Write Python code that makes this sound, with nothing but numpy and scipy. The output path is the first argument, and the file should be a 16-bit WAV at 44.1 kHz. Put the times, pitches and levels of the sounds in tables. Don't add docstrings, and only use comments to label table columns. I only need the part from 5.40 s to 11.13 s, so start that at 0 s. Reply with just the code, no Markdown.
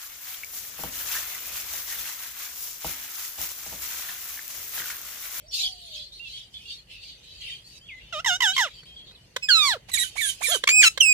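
import sys
import numpy as np
from scipy import signal
from scipy.fft import rfft, irfft, next_fast_len
from scipy.io import wavfile
from scipy.ndimage import uniform_filter1d, map_coordinates

SR = 44100
rng = np.random.default_rng(int(sys.argv[2]) if len(sys.argv) > 2 else 0)


def pcm_store(signal):
    levels = np.round(np.clip(np.atleast_2d(signal), -1, 1) * 32767)
    wavfile.write(sys.argv[1], SR, levels.astype(np.int16).T)


N = 252693
TOP_HZ = 15900


# pitch_hz, odd_overtones_db, brightness_db_per_octave
CHATTER_REGISTERS = [(440, 10, -3.5), (616, -15, -4.5), (670, -3, -3.5), (740, -8, -0.95), (830, -9, 0.2),
                     (900, -7, 0), (1050, 1.5, -3)]
SLIDE_REGISTERS = [(402, 13, -14), (660, -7, -1.5), (970, -21, 3.5), (1177, -0.5, 1.8), (1380, 10, 0.3),
                   (1560, 2, -2), (2550, 3.5, 0.5)]
SQUAWK_REGISTERS = [(550, -5, -9), (1223, -20, -4.5), (1470, -7, -1.5), (1700, -3, 2.5), (1928, -9, 3.5),
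                    (1965, -28, 8.5), (2300, -27, 1)]
WHISTLE_REGISTERS = [(1120, -1, -3.5), (1327, 4.5, 2), (1560, 5.5, -1.5), (1790, -7, -2.5), (2260, 3, 1.2),
                     (2504, 9, -0.6), (3140, -0.5, -4)]
# pitch_hz, breath_share, clear_overtones
CHATTER_ROUGH = [(450, .3, 7), (600, .08, 8), (740, .1, 13), (860, .18, 10), (960, .3, 5.5),
                 (1060, .36, 4.5)]
SLIDE_ROUGH = [(420, .16, 6), (700, .18, 8), (1000, .17, 9), (1200, .1, 9.5), (1700, .08, 6.5),
               (2500, .07, 4.5)]
SQUAWK_ROUGH = [(500, .4, 3), (1200, .55, 2.5), (1400, .85, 1.5), (1490, .995, 2), (1550, .55, 8),
                (1750, .44, 12), (1980, .38, 9), (2300, .58, 3)]
WHISTLE_ROUGH = [(1120, .45, 5), (1320, .22, 6.5), (1430, .5, 3.5), (1600, .27, 5), (2300, .26, 4.5),
                 (2430, .18, 5), (2485, .022, 6.5), (3100, .07, 5)]
# freq_hz, gain_db
CHATTER_THROAT = [(210, -39), (350, -9.5), (700, -11), (1050, -10), (1460, 0.5), (2050, 2), (2380, -16.5),
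                  (2850, 2), (3800, 1), (4450, -16), (5110, -4.5), (5710, -3.5), (7960, -12), (8900, -27),
                  (12800, -15.5), (15500, -52)]
SLIDE_THROAT = [(210, -42), (350, -5), (1240, 2), (2390, -0.5), (2890, 1.5), (4160, 1.5), (4430, -1.5),
                (5110, -6.5), (7010, -12.5), (7960, -10), (9480, -17.5), (10600, -21.5), (15500, -21.5)]
SQUAWK_THROAT = [(240, -73), (400, -26), (1420, -18.5), (1910, -9.5), (2840, -7.5), (3850, 1.5),
                 (5000, -14), (6780, -3.5), (7440, -12.5), (9790, -9.5), (12300, -22), (14800, -33.5),
                 (15500, -67)]
WHISTLE_THROAT = [(470, -65), (800, -24), (1150, -11), (1600, -5.5), (1910, -2), (2500, 6.5), (3720, -4),
                  (5010, -5.5), (6510, -2.5), (7740, -4.5), (8870, -17), (13500, -13), (15500, -16)]
# freq_hz, left_minus_right_db; freq_hz, left_lead_rad
CHATTER_PLACE = ([(60, -2), (92, 4), (140, -2), (210, 0.0), (330, 7), (500, -0.5), (770, -1.5), (1170, -1),
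                  (1790, -3), (2740, -11), (4190, 0.5), (6410, -10), (9810, -1), (15000, -1.5)], [(0, 3),
                  (2760, -1.4), (3790, -1.3), (4570, -9), (5340, -14), (6030, -8.5), (8100, -23.5),
                  (8700, -30), (9990, -8.5), (11000, -10), (11700, -25.5), (12900, -23.5), (14600, 5),
                  (16000, -12)])
SLIDE_PLACE = ([(60, 20), (92, -1), (140, -2), (210, -7), (330, -0.5), (500, -1.5), (770, -0.5),
                (1170, -3.5), (1790, 5.5), (2740, -9), (4190, -12.5), (6410, -4), (9810, 1.5), (15000, 0)],
                [(0, 4.5), (2070, -1.5), (2930, 4.5), (3530, -3), (4390, -5.5), (4650, -10.5), (5430, -6.5),
                (8270, -15), (8790, -12.5), (11000, -0.5), (11800, -8.5), (13200, -18), (14900, -27),
                (16000, -31)])
SQUAWK_PLACE = ([(60, -35), (110, -6), (200, 1), (380, -5), (700, -13.5), (1290, -4.5), (2380, -24.5),
                 (4400, -6.5), (8120, -6.5), (15000, -6.5)], [(0, 1), (430, 1.8), (1720, 11), (3360, 8.5),
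                 (4570, 16.8), (6460, 17.2), (6980, 17.7), (9650, 24.7), (10100, 27.7), (12700, 17),
                 (14500, 2.5), (14700, 29), (15200, 10), (16000, 18)])
WHISTLE_PLACE = ([(60, -9), (99, 0.0), (160, 5), (270, -2), (450, 0), (740, 4), (1220, 2.5), (2010, -1.5),
                  (3330, -1.5), (5500, 2), (9080, -12), (15000, 1)], [(0, 5), (2240, -1.72), (2670, -2.5),
                  (3360, -7.5), (4050, -11), (5080, -18.0), (6550, -18), (7670, -27), (9220, -40),
                  (10100, -51), (11000, -50), (11900, -53.3), (14000, -53.5), (16000, -59)])
TURNED_PLACE = ([(60, 0.5), (110, -12), (200, -3), (380, 0.0), (700, -8), (1290, 3), (2380, -8.5),
                 (4400, -3.5), (8120, -10), (15000, 3)], [(0, 7), (2150, 5.5), (3270, -3), (3960, 3),
                 (4910, 3), (6200, -8.5), (7750, -15), (8440, -20.5), (8960, -33), (9560, -26),
                 (12400, -36), (14000, -33.5), (14600, -55), (16000, -46)])
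# time_s, pitch_hz, level_db
SLIDES = [
    [(4.019, 2570, -65), (4.03, 2625, -34.5), (4.045, 2570, -35), (4.068, 2450, -46.5), (4.082, 2550, -53)],
    [(4.086, 1770, -31), (4.091, 1687, -23.5), (4.11, 1503, -22), (4.152, 1349, -24), (4.24, 1175, -27),
     (4.275, 1102, -27.5), (4.288, 1038, -28), (4.33, 811, -31), (4.356, 574, -41.5), (4.375, 406, -48.5)],
    [(5.083, 445, -43.5), (5.099, 609, -43), (5.121, 730, -34), (5.141, 654, -37), (5.16, 460, -38),
     (5.174, 327, -47.5)],
]
WHISTLES = [
    [(5.272, 1130, -33), (5.277, 1107, -11), (5.283, 1140, -18.5)],
    [(5.284, 1100, -32), (5.288, 1112, -21), (5.291, 1130, -13.5), (5.294, 2246, -18.5), (5.32, 2446, -22),
     (5.36, 2562, -19), (5.41, 2521, -14.5), (5.427, 2278, -18.5), (5.431, 1715, -16), (5.445, 1485, -13),
     (5.455, 1418, -16.5), (5.459, 1360, -17.5), (5.481, 1311, -14.5), (5.505, 1305, -63)],
    [(5.6, 3130, -49), (5.608, 3133, -12.5), (5.622, 2816, -20), (5.651, 2624, -21.5), (5.7, 2510, -21.5),
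     (5.74, 2472, -20.5)],
]

def parakeets(head_turn_s=5.55):
    whistles = voice(WHISTLES, WHISTLE_REGISTERS, WHISTLE_ROUGH, WHISTLE_THROAT, flutter_db=0.7,
                     breath_db_per_octave=-1.5)
    chatter = voice(chatter_notes(), CHATTER_REGISTERS, CHATTER_ROUGH, CHATTER_THROAT, flutter_db=3,
                    breath_db_per_octave=3)
    slides = voice(SLIDES, SLIDE_REGISTERS, SLIDE_ROUGH, SLIDE_THROAT, flutter_db=3.5,
                   breath_db_per_octave=4)
    squawks = voice(squawk_notes(), SQUAWK_REGISTERS, SQUAWK_ROUGH, SQUAWK_THROAT, flutter_db=6.5,
                    breath_db_per_octave=7)
    turned = np.arange(N) > head_turn_s * SR
    direct = (placed(chatter, CHATTER_PLACE, gain_db=1.5)
              + placed(slides, SLIDE_PLACE, gain_db=6)
              + placed(squawks, SQUAWK_PLACE, gain_db=3)
              + placed(whistles * ~turned, WHISTLE_PLACE, gain_db=3)
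              + placed(whistles * turned, TURNED_PLACE, gain_db=4)
              + placed(clucks(), SLIDE_PLACE, gain_db=1.5))
    return direct + amp(-16) * tree_echo(direct[1])


def voice(notes, registers, rough, throat, flutter_db, breath_db_per_octave):
    out = np.zeros((2, N))
    breath_gain = lambda hz: amp(along(throat, hz) + breath_db_per_octave * np.log2(hz / 3000 + 0.01))
    for rows in notes:
        first, count, fade = note_span(rows, edge_s=0.0022)
        hz, db, *hollow_db = uniform_filter1d(curves(rows, first, count), size=160, axis=1)
        odd_db, bright_db = columns_at(registers, hz)
        odd_db = odd_db + sum(hollow_db)
        breath_share, clear = columns_at(rough, hz)
        k = np.arange(1, min(24, TOP_HZ // hz.min()) + 1)[:, None]
        hz = hz * (1 + 0.03 * breath_share * wobble(300, count))
        phase = 2 * np.pi * np.cumsum(hz) / SR
        jitter = wobble(2500, count) + 0.5 * np.array([wobble(2500, count) for _ in range(2)])[:, None]
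        smear = np.minimum(k / clear, 1.5) ** 4 * jitter
        rolloff = (k * hz < TOP_HZ) / (1 + 0.82 * (k / clear) ** 2)
        breath = rng.standard_normal(count) + 1.3 * rng.standard_normal((2, count))
        puffs = unit_rms(filtered(breath, breath_gain)) * (1 + 0.23 * np.cos(phase))
        beak_db = flutter_db * np.array([wobble(33.1, count) for _ in k])
        register_db = odd_db * (k % 2) * (k > 1) * (3 / k) ** 1.9 + bright_db * np.log2(k)
        weight = amp(along(throat, k * hz) + register_db + beak_db) * rolloff
        tone = np.sum(weight * np.cos(k * phase + 0.361 * k ** 2 + smear), axis=1)
        tone /= np.sqrt(np.sum(weight ** 2, axis=0) / 2)
        note = np.sqrt(1 - breath_share ** 2) * tone + breath_share * puffs
        out[:, first:first + count] += amp(db) * fade * note
    return out


# start_s, length_s, first_hz, turn_after_s, turn_hz, last_hz, bend_exponent,
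CHATTER = [(2.725, 0.089, 723, 0.037, 602, 777, 2.76, -33.5, 1, None, -5),
           (2.859, 0.12, 1003, 0.059, 715, 795, 2.7, -22.5, -14, -23.5, -3),
           (3.018, .119, 1032, .073, 741, 827, 2.4, -20.5, -15, -19.5, -4),
           (3.177, 0.12, 1056, 0.0079, 1067, 377, 1.08, -21, -33.5, -20, -7)]

def chatter_notes(linger=0.88, release_s=0.012, release_db=-30, pip_lead_s=0.016, pip_edge_db=-15.5):
    notes = []
    for start, length, first_hz, turn, turn_hz, last_hz, bend, db, sag_db, pip_db, hollow_db in CHATTER:
        if pip_db is not None:
            notes.append([(start - pip_lead_s * lead, first_hz, pip_db + pip_edge_db * edge)
                          for lead, edge in [(0.89, 0.45), (0.56, 0), (0.06, 1)]])
        t = np.linspace(0, length, num=40)
        before = np.clip(t / turn, 0, 1)
        after = np.clip((t - turn) / (length - turn), 0, 1)
        approach_hz = (first_hz - turn_hz) * (1 - before) ** 2 * (1 + linger * before)
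        hz = turn_hz + approach_hz + (last_hz - turn_hz) * after ** bend
        release = np.clip(1 - (length - t) / release_s, 0, 1) ** 2
        level_db = db + sag_db * (t / length) ** 2.96 + release_db * release
        notes.append(np.transpose([start + t, hz, level_db, np.full_like(t, hollow_db)]))
    return notes


# time_s, pitch_hz, level_db
YELPS = [
    [(4.484, 619, -56), (4.498, 1011, -44.5), (4.508, 1240, -54)],
    [(4.515, 2003, -36.5), (4.53, 1974, -45.5), (4.54, 1962, -21.5), (4.552, 1880, -26.5),
     (4.57, 1610, -29)],
]
# start_s, scoop_s, head_s, head_hz, head_db, body_s, body_hz, last_hz, body_db, tail_s
SQUAWKS = [(4.57, 0.0028, 0.0044, 2330, -32.5, 0.042, 1922, 1930, -26.5, .065),
           (4.753, 0.029, 0.024, 2282, -34.5, 0.083, 1813, 1522, -29.5, 0.055),
           (5.006, .032, .02, 2358, -30, .088, 1822, 1538, -28, 0.034)]

def squawk_notes(scoop_hz=505, break_hz=1200, tail_hz=1514, tail_db=-25.5):
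    notes = list(YELPS)
    for start, scoop, head, head_hz, head_db, body, body_hz, last_hz, body_db, tail in SQUAWKS:
        step_s, hz, db = np.transpose([
            (0, scoop_hz, head_db - 15.5), (0.6 * scoop, break_hz, head_db - 5.5),
            (0.4 * scoop, head_hz, head_db), (head, head_hz, head_db),
            (0.013, body_hz, body_db), (body, last_hz, body_db),
            (0.0068, tail_hz, body_db + tail_db / 4), (tail, tail_hz, body_db + tail_db)])
        notes.append(np.transpose([start + np.cumsum(step_s), hz, db]))
    return notes


# start_s, level_db, pulse_rate_hz, length_s
CLUCKS = [(3.431, -58, 508, 0.02), (3.71, -59.5, 503, 0.023), (3.963, -28, 510.3, 0.017),
          (5.238, -25, 534.6, 0.01), (5.575, -29, 528, 0.016)]
# freq_hz, gain_db
CLUCK_COLOUR = [(150, -46), (250, -7), (466, 3), (852, -4), (1920, 8), (2490, -7), (3220, 6), (4100, 2),
                (4470, -6.5), (6420, -4.5), (9890, -15.5), (11800, -15.5), (15500, -25)]

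def clucks():
    out = np.zeros(N)
    for start, db, rate_hz, length in CLUCKS:
        t = np.arange(round(length * SR)) / SR
        pulses = 6 * np.diff(np.floor(t * rate_hz), prepend=0)
        puff = 0.5 * rng.standard_normal(len(t))
        bump = np.sin(np.pi * (t / length) ** 0.4) ** 2
        out[round(start * SR):][:len(t)] += amp(db + 9.5) * (pulses + puff) * bump
    return coloured(out, CLUCK_COLOUR)


def placed(x, place, gain_db):
    balance, lead = place
    ports = np.array([[0.5], [-0.5]])

    def response(hz):
        low_cut = 1 / (1 + (250 / (hz + 1)) ** 6)
        return low_cut * amp(ports * along(balance, hz)) * np.exp(1j * ports * along(lead, hz))
    return amp(gain_db) * filtered(x, response)


# start_s, length_s, first_hz, last_hz, glide_exponent, level_db
CHIRPS = [(0.061, 0.028, 4180, 5800, 1.1, -61), (0.081, 0.037, 5780, 5100, 0.87, -48.5),
          (0.128, 0.078, 4490, 3910, 1.26, -39), (0.23, 0.053, 3574, 3180, 1.13, -29.5),
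          (0.718, 0.059, 3610, 4340, 2, -48), (0.795, 0.094, 2760, 2660, 0.82, -45.5),
          (0.93, 0.095, 3210, 3290, 0.91, -47), (1.14, 0.044, 3530, 3370, 0.79, -45),
          (1.252, 0.083, 2780, 2750, 1.1, -50), (1.51, 0.064, 2760, 2690, 1.3, -57),
          (2.06, 0.049, 2900, 1825, 1.25, -50), (2.116, 0.058, 3250, 3120, 1.4, -42.5),
          (2.24, .07, 4150, 4770, .9, -59), (2.41, 0.12, 3135, 3440, 1.7, -58),
          (2.485, 0.11, 3140, 2020, 6.5, -45), (3.129, 0.029, 3130, 3350, .9, -35),
          (3.333, 0.12, 4730, 4430, 1.7, -58.5), (3.459, 0.12, 3150, 3220, 1.4, -56),
          (3.561, 0.091, 3230, 3300, 0.81, -51), (3.686, 0.054, 3600, 4130, 1.18, -56),
          (3.747, 0.021, 4300, 3280, 1.08, -54)]
# time_s, pitch_hz, level_db
COO = [(0.02, 570, -66), (0.074, 676, -60), (0.11, 705, -75), (0.17, 766, -105), (0.212, 735, -55),
       (0.3, 754, -58.5), (0.452, 681, -62), (0.544, 607, -61), (0.78, 567, -82)]

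def far_birds():
    u = np.linspace(0, 1, num=20)
    fade_db = np.interp(u, [0, 0.41, 1], [1.5, 0, -4])
    notes = []
    for start, length, first_hz, last_hz, glide, db in CHIRPS:
        hz = last_hz + (first_hz - last_hz) * (1 - u) ** glide
        notes.append(np.transpose([start + length * u, hz, db + fade_db]))
    chirps = wavering_tones(notes, waver=0.018)
    coo = wavering_tones([COO], waver=0.01)
    cooing = amp(2.5) * from_left(coo) + amp(-0.5) * tree_echo(coo)
    return cooing + amp(2) * from_left(chirps) + amp(-1) * tree_echo(chirps)


# freq_hz, gain_db
SCREECH = [(710, -87), (1200, -76), (1580, -31.5), (2430, 0), (2740, 1), (3070, 5.5), (3270, 3), (3750, 0),
           (4630, -3), (5150, -31), (6500, -23.5), (8450, -38), (14300, -120)]
RASP = [(2650, -76), (4500, 6.5), (5130, -0.5), (7810, -6.5), (8450, -7.5), (12900, -18), (14100, -18.5),
        (15500, -23), (15800, -58)]
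HISS = [(530, -12), (900, -19.5), (1510, -2), (1660, -36), (2190, 2), (2410, -16), (5370, 4), (13400, -1),
        (14900, -35), (15800, -33)]
# freq_hz, left_right_correlation
FLOCK_CORRELATION = [(60, 0.93), (180, 0.84), (550, 0.25), (1650, 0.49), (4970, -0.23), (15000, 0.16)]

def flock_and_wash(split_hz=3500):
    low_gain, high_gain, rasp_gain = swell_gains()
    throb_db = 0.3 * wobble(29.94)
    crowd = patchy_noise(SCREECH, FLOCK_CORRELATION, patchy_db=6) + amp(-12) * twittering(count=240)
    low = filtered(crowd, lambda hz: 1 / (1 + (hz / split_hz) ** 12))
    screech = low_gain * low + high_gain * (crowd - low)
    hiss = amp(-72.5) * unit_rms(coloured(rng.standard_normal((2, N)), HISS))
    rasp = amp(1) * rasp_gain * patchy_noise(RASP, FLOCK_CORRELATION, patchy_db=6.5)
    return amp(throb_db) * (screech + rasp) + hiss


# start_s, rise_s, hold_s, fall_s, screech_db, rasp_db, high_minus_low_db
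SWELLS = [(-0.04, 0.031, .02, .06, -58.5, -77, -10), (0.111, 0.032, 0.1, 0.093, -32, -32.5, 13),
          (0.295, 0.023, 0.17, 0.079, -48.5, -54.5, 13.5), (0.418, 0.14, .02, .14, -39.5, -47, 20),
          (0.711, 0.016, 0.068, 0.032, -51, -55, 14), (0.775, .12, 0.085, .12, -42.5, -51.5, 13.5),
          (1.108, 0.033, 0.083, 0.11, -50, -57, 0), (1.21, 0.1, 0.024, .1, -42, -48.5, 18.5),
          (1.469, 0.047, 0.035, 0.1, -43, -55.5, -6), (1.563, 0.075, 0.068, 0.13, -44, -54.5, 9),
          (1.789, 0.056, .15, 0.047, -49, -59.5, 11.5), (1.975, 0.041, 0.12, 0.1, -40, -50, -0.5),
          (2.203, 0.074, .11, .012, -54.5, -52.5, -1), (2.435, 0.046, 0.29, .05, -55, -81, -6),
          (3.12, 0.019, 0.068, .04, -34.5, -40.5, 3), (3.204, 0.042, 0.15, 0.074, -49.5, -61, -2),
          (3.448, .008, 0.016, 0.12, -52.5, -57.5, -5), (3.509, 0.086, 0.024, .02, -50.5, -69, 11),
          (3.648, 0.024, 0.024, 0.048, -54, -68, 23), (4.466, 0.024, 0.76, .05, -51.5, -52.5, 1.5),
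          (5.473, .03, 0.06, .05, -53, -66, 6)]

def swell_gains(edge_db=-21, murmur_db=-64, murmur_rasp_db=-67):
    t = np.arange(N) / SR
    power = np.ones((3, N)) * amp([[murmur_db], [murmur_db], [murmur_rasp_db]]) ** 2
    for start, rise, hold, fall, db, rasp_db, tilt_db in SWELLS:
        corners_s = start + np.cumsum([0, rise, hold, fall])
        shape_db = np.interp(t, corners_s, [edge_db, 0, 0, edge_db], left=-99, right=-99)
        power += amp(shape_db + [[db - tilt_db / 2], [db + tilt_db / 2], [rasp_db]]) ** 2
    return np.sqrt(power)


def twittering(count):
    onset, pitch, duration, glide, faintness = rng.random((count, 5)).T[:, :, None]
    t = np.arange(SR // 9) / SR
    hz = 2100 * 2.4 ** pitch
    length_s = 0.03 + 0.08 * duration
    phase = 2 * np.pi * hz * (t + 1.006 * (glide - 0.65) * t ** 2)
    envelope = np.sin(np.pi * np.clip(t / length_s, 0, 1))
    tones = amp(along(SCREECH, hz) - 11 * faintness) * envelope * np.sin(phase)
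    samples = (onset * N).astype(int) + np.arange(len(t))
    direct = np.bincount(samples.ravel(), tones.ravel(), N + len(t))[:N]
    return unit_rms(0.3 * from_left(direct) + tree_echo(direct))


# freq_hz, t60_s
TREE_DECAY = [(500, 0.13), (3000, 0.13), (10000, 0.18)]

def tree_echo(x):
    hz, t, bins = signal.stft(rng.standard_normal((2, SR // 3)), SR, nperseg=256)
    decay = amp(-60 * t / along(TREE_DECAY, hz)[:, None])
    tail = signal.istft(bins * decay, SR, nperseg=256)[1]
    return signal.oaconvolve(x[None], tail / np.linalg.norm(tail[0]), axes=1)[:, :N]


# time_s, level_db
RUMBLE_LEVEL = [(0.0, -61), (2.4, -58.5), (2.9, -53.5), (3.7, -58.5), (4.3, -55.5), (5.73, -57)]
# freq_hz, gain_db
RUMBLE_SPECTRUM = [(12, -32), (20, -30), (43, -1.5), (85, -4), (118, -4.5), (194, -10.5), (222, -16),
                   (367, -16.5), (509, -16), (908, -24.5), (1020, -25.5), (1390, -27.5), (2000, -20.5),
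                   (2600, -28), (4400, -120)]
# freq_hz, left_right_correlation
RUMBLE_CORRELATION = [(40, 1), (200, 0.89), (600, 0.3), (2000, 0.068)]
# time_s, pitch_hz, level_db
HUM = [(0, 53, -60), (2.5, 53, -76), (3, 55.3, -69.5), (5.73, 55, -73)]

def rumble():
    hum = wavering_tones([HUM], waver=0.13)
    level_db = curves(RUMBLE_LEVEL)[0] + 0.59 * wobble(3.8)
    return amp(level_db) * patchy_noise(RUMBLE_SPECTRUM, RUMBLE_CORRELATION, patchy_db=2) + hum


def wavering_tones(notes, waver):
    out = np.zeros(N)
    for rows in notes:
        first, count, fade = note_span(rows, edge_s=0.0038)
        hz, db = curves(rows, first, count)
        phase = 2 * np.pi * np.cumsum(hz * (1 + waver * wobble(80, count))) / SR
        out[first:first + count] += amp(db + 3 + 1.5 * wobble(40, count)) * fade * np.sin(phase)
    return out


def patchy_noise(spectrum, correlation, patchy_db):
    bins = signal.stft(rng.standard_normal((2, N)), nperseg=512)[2]
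    patches = uniform_filter1d(rng.standard_normal(bins.shape[1:]), size=2, axis=0)
    patches = unit_rms(uniform_filter1d(patches, size=9, axis=1))
    noise = signal.istft(bins * amp(patchy_db * patches), nperseg=512)[1][:, :N]

    def response(hz):
        width_rad = np.arccos(np.clip(along(correlation, hz), -1, 1)) / 2
        return amp(along(spectrum, hz)) * [np.cos(width_rad), np.sin(width_rad)]
    mid, side = filtered(noise, response)
    return unit_rms(np.array([mid + side, mid - side]))


def from_left(x):
    return np.array([x, np.roll(x, 18)])


def note_span(rows, edge_s):
    first, last = round(rows[0][0] * SR), min(round(rows[-1][0] * SR), N)
    t = np.arange(last - first) / SR
    return first, len(t), np.clip(np.minimum(t, t[::-1]) / edge_s, 0, 1)


def filtered(x, response):
    size = next_fast_len(x.shape[-1] + 8192)
    return irfft(rfft(x, size) * response(np.fft.rfftfreq(size, 1 / SR)), size)[..., :x.shape[-1]]


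def coloured(x, spectrum):
    return filtered(x, lambda hz: amp(along(spectrum, hz)))


def wobble(rate_hz, count=N):
    knots = rng.standard_normal(int(count * rate_hz / SR) + 4)
    return map_coordinates(knots, [np.arange(count) * rate_hz / SR])


def curves(rows, first=0, count=N):
    return columns_at(rows, (first + np.arange(count)) / SR)


def columns_at(rows, at):
    axis, *columns = np.transpose(rows)
    return [np.interp(at, axis, column) for column in columns]


def along(points, hz):
    freq_hz, values = np.transpose(points)
    return np.interp(np.log(hz + 1), np.log(freq_hz + 1), values)


def amp(db):
    return 10 ** (np.asarray(db) / 20)


def unit_rms(x):
    return x / np.sqrt(np.mean(x ** 2) + 1e-20)


def scene():
    return parakeets() + far_birds() + flock_and_wash() + rumble()


def record(dry):
    return filtered(dry, lambda hz: hz < TOP_HZ)


dry = scene()
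out = record(dry)
pcm_store(out)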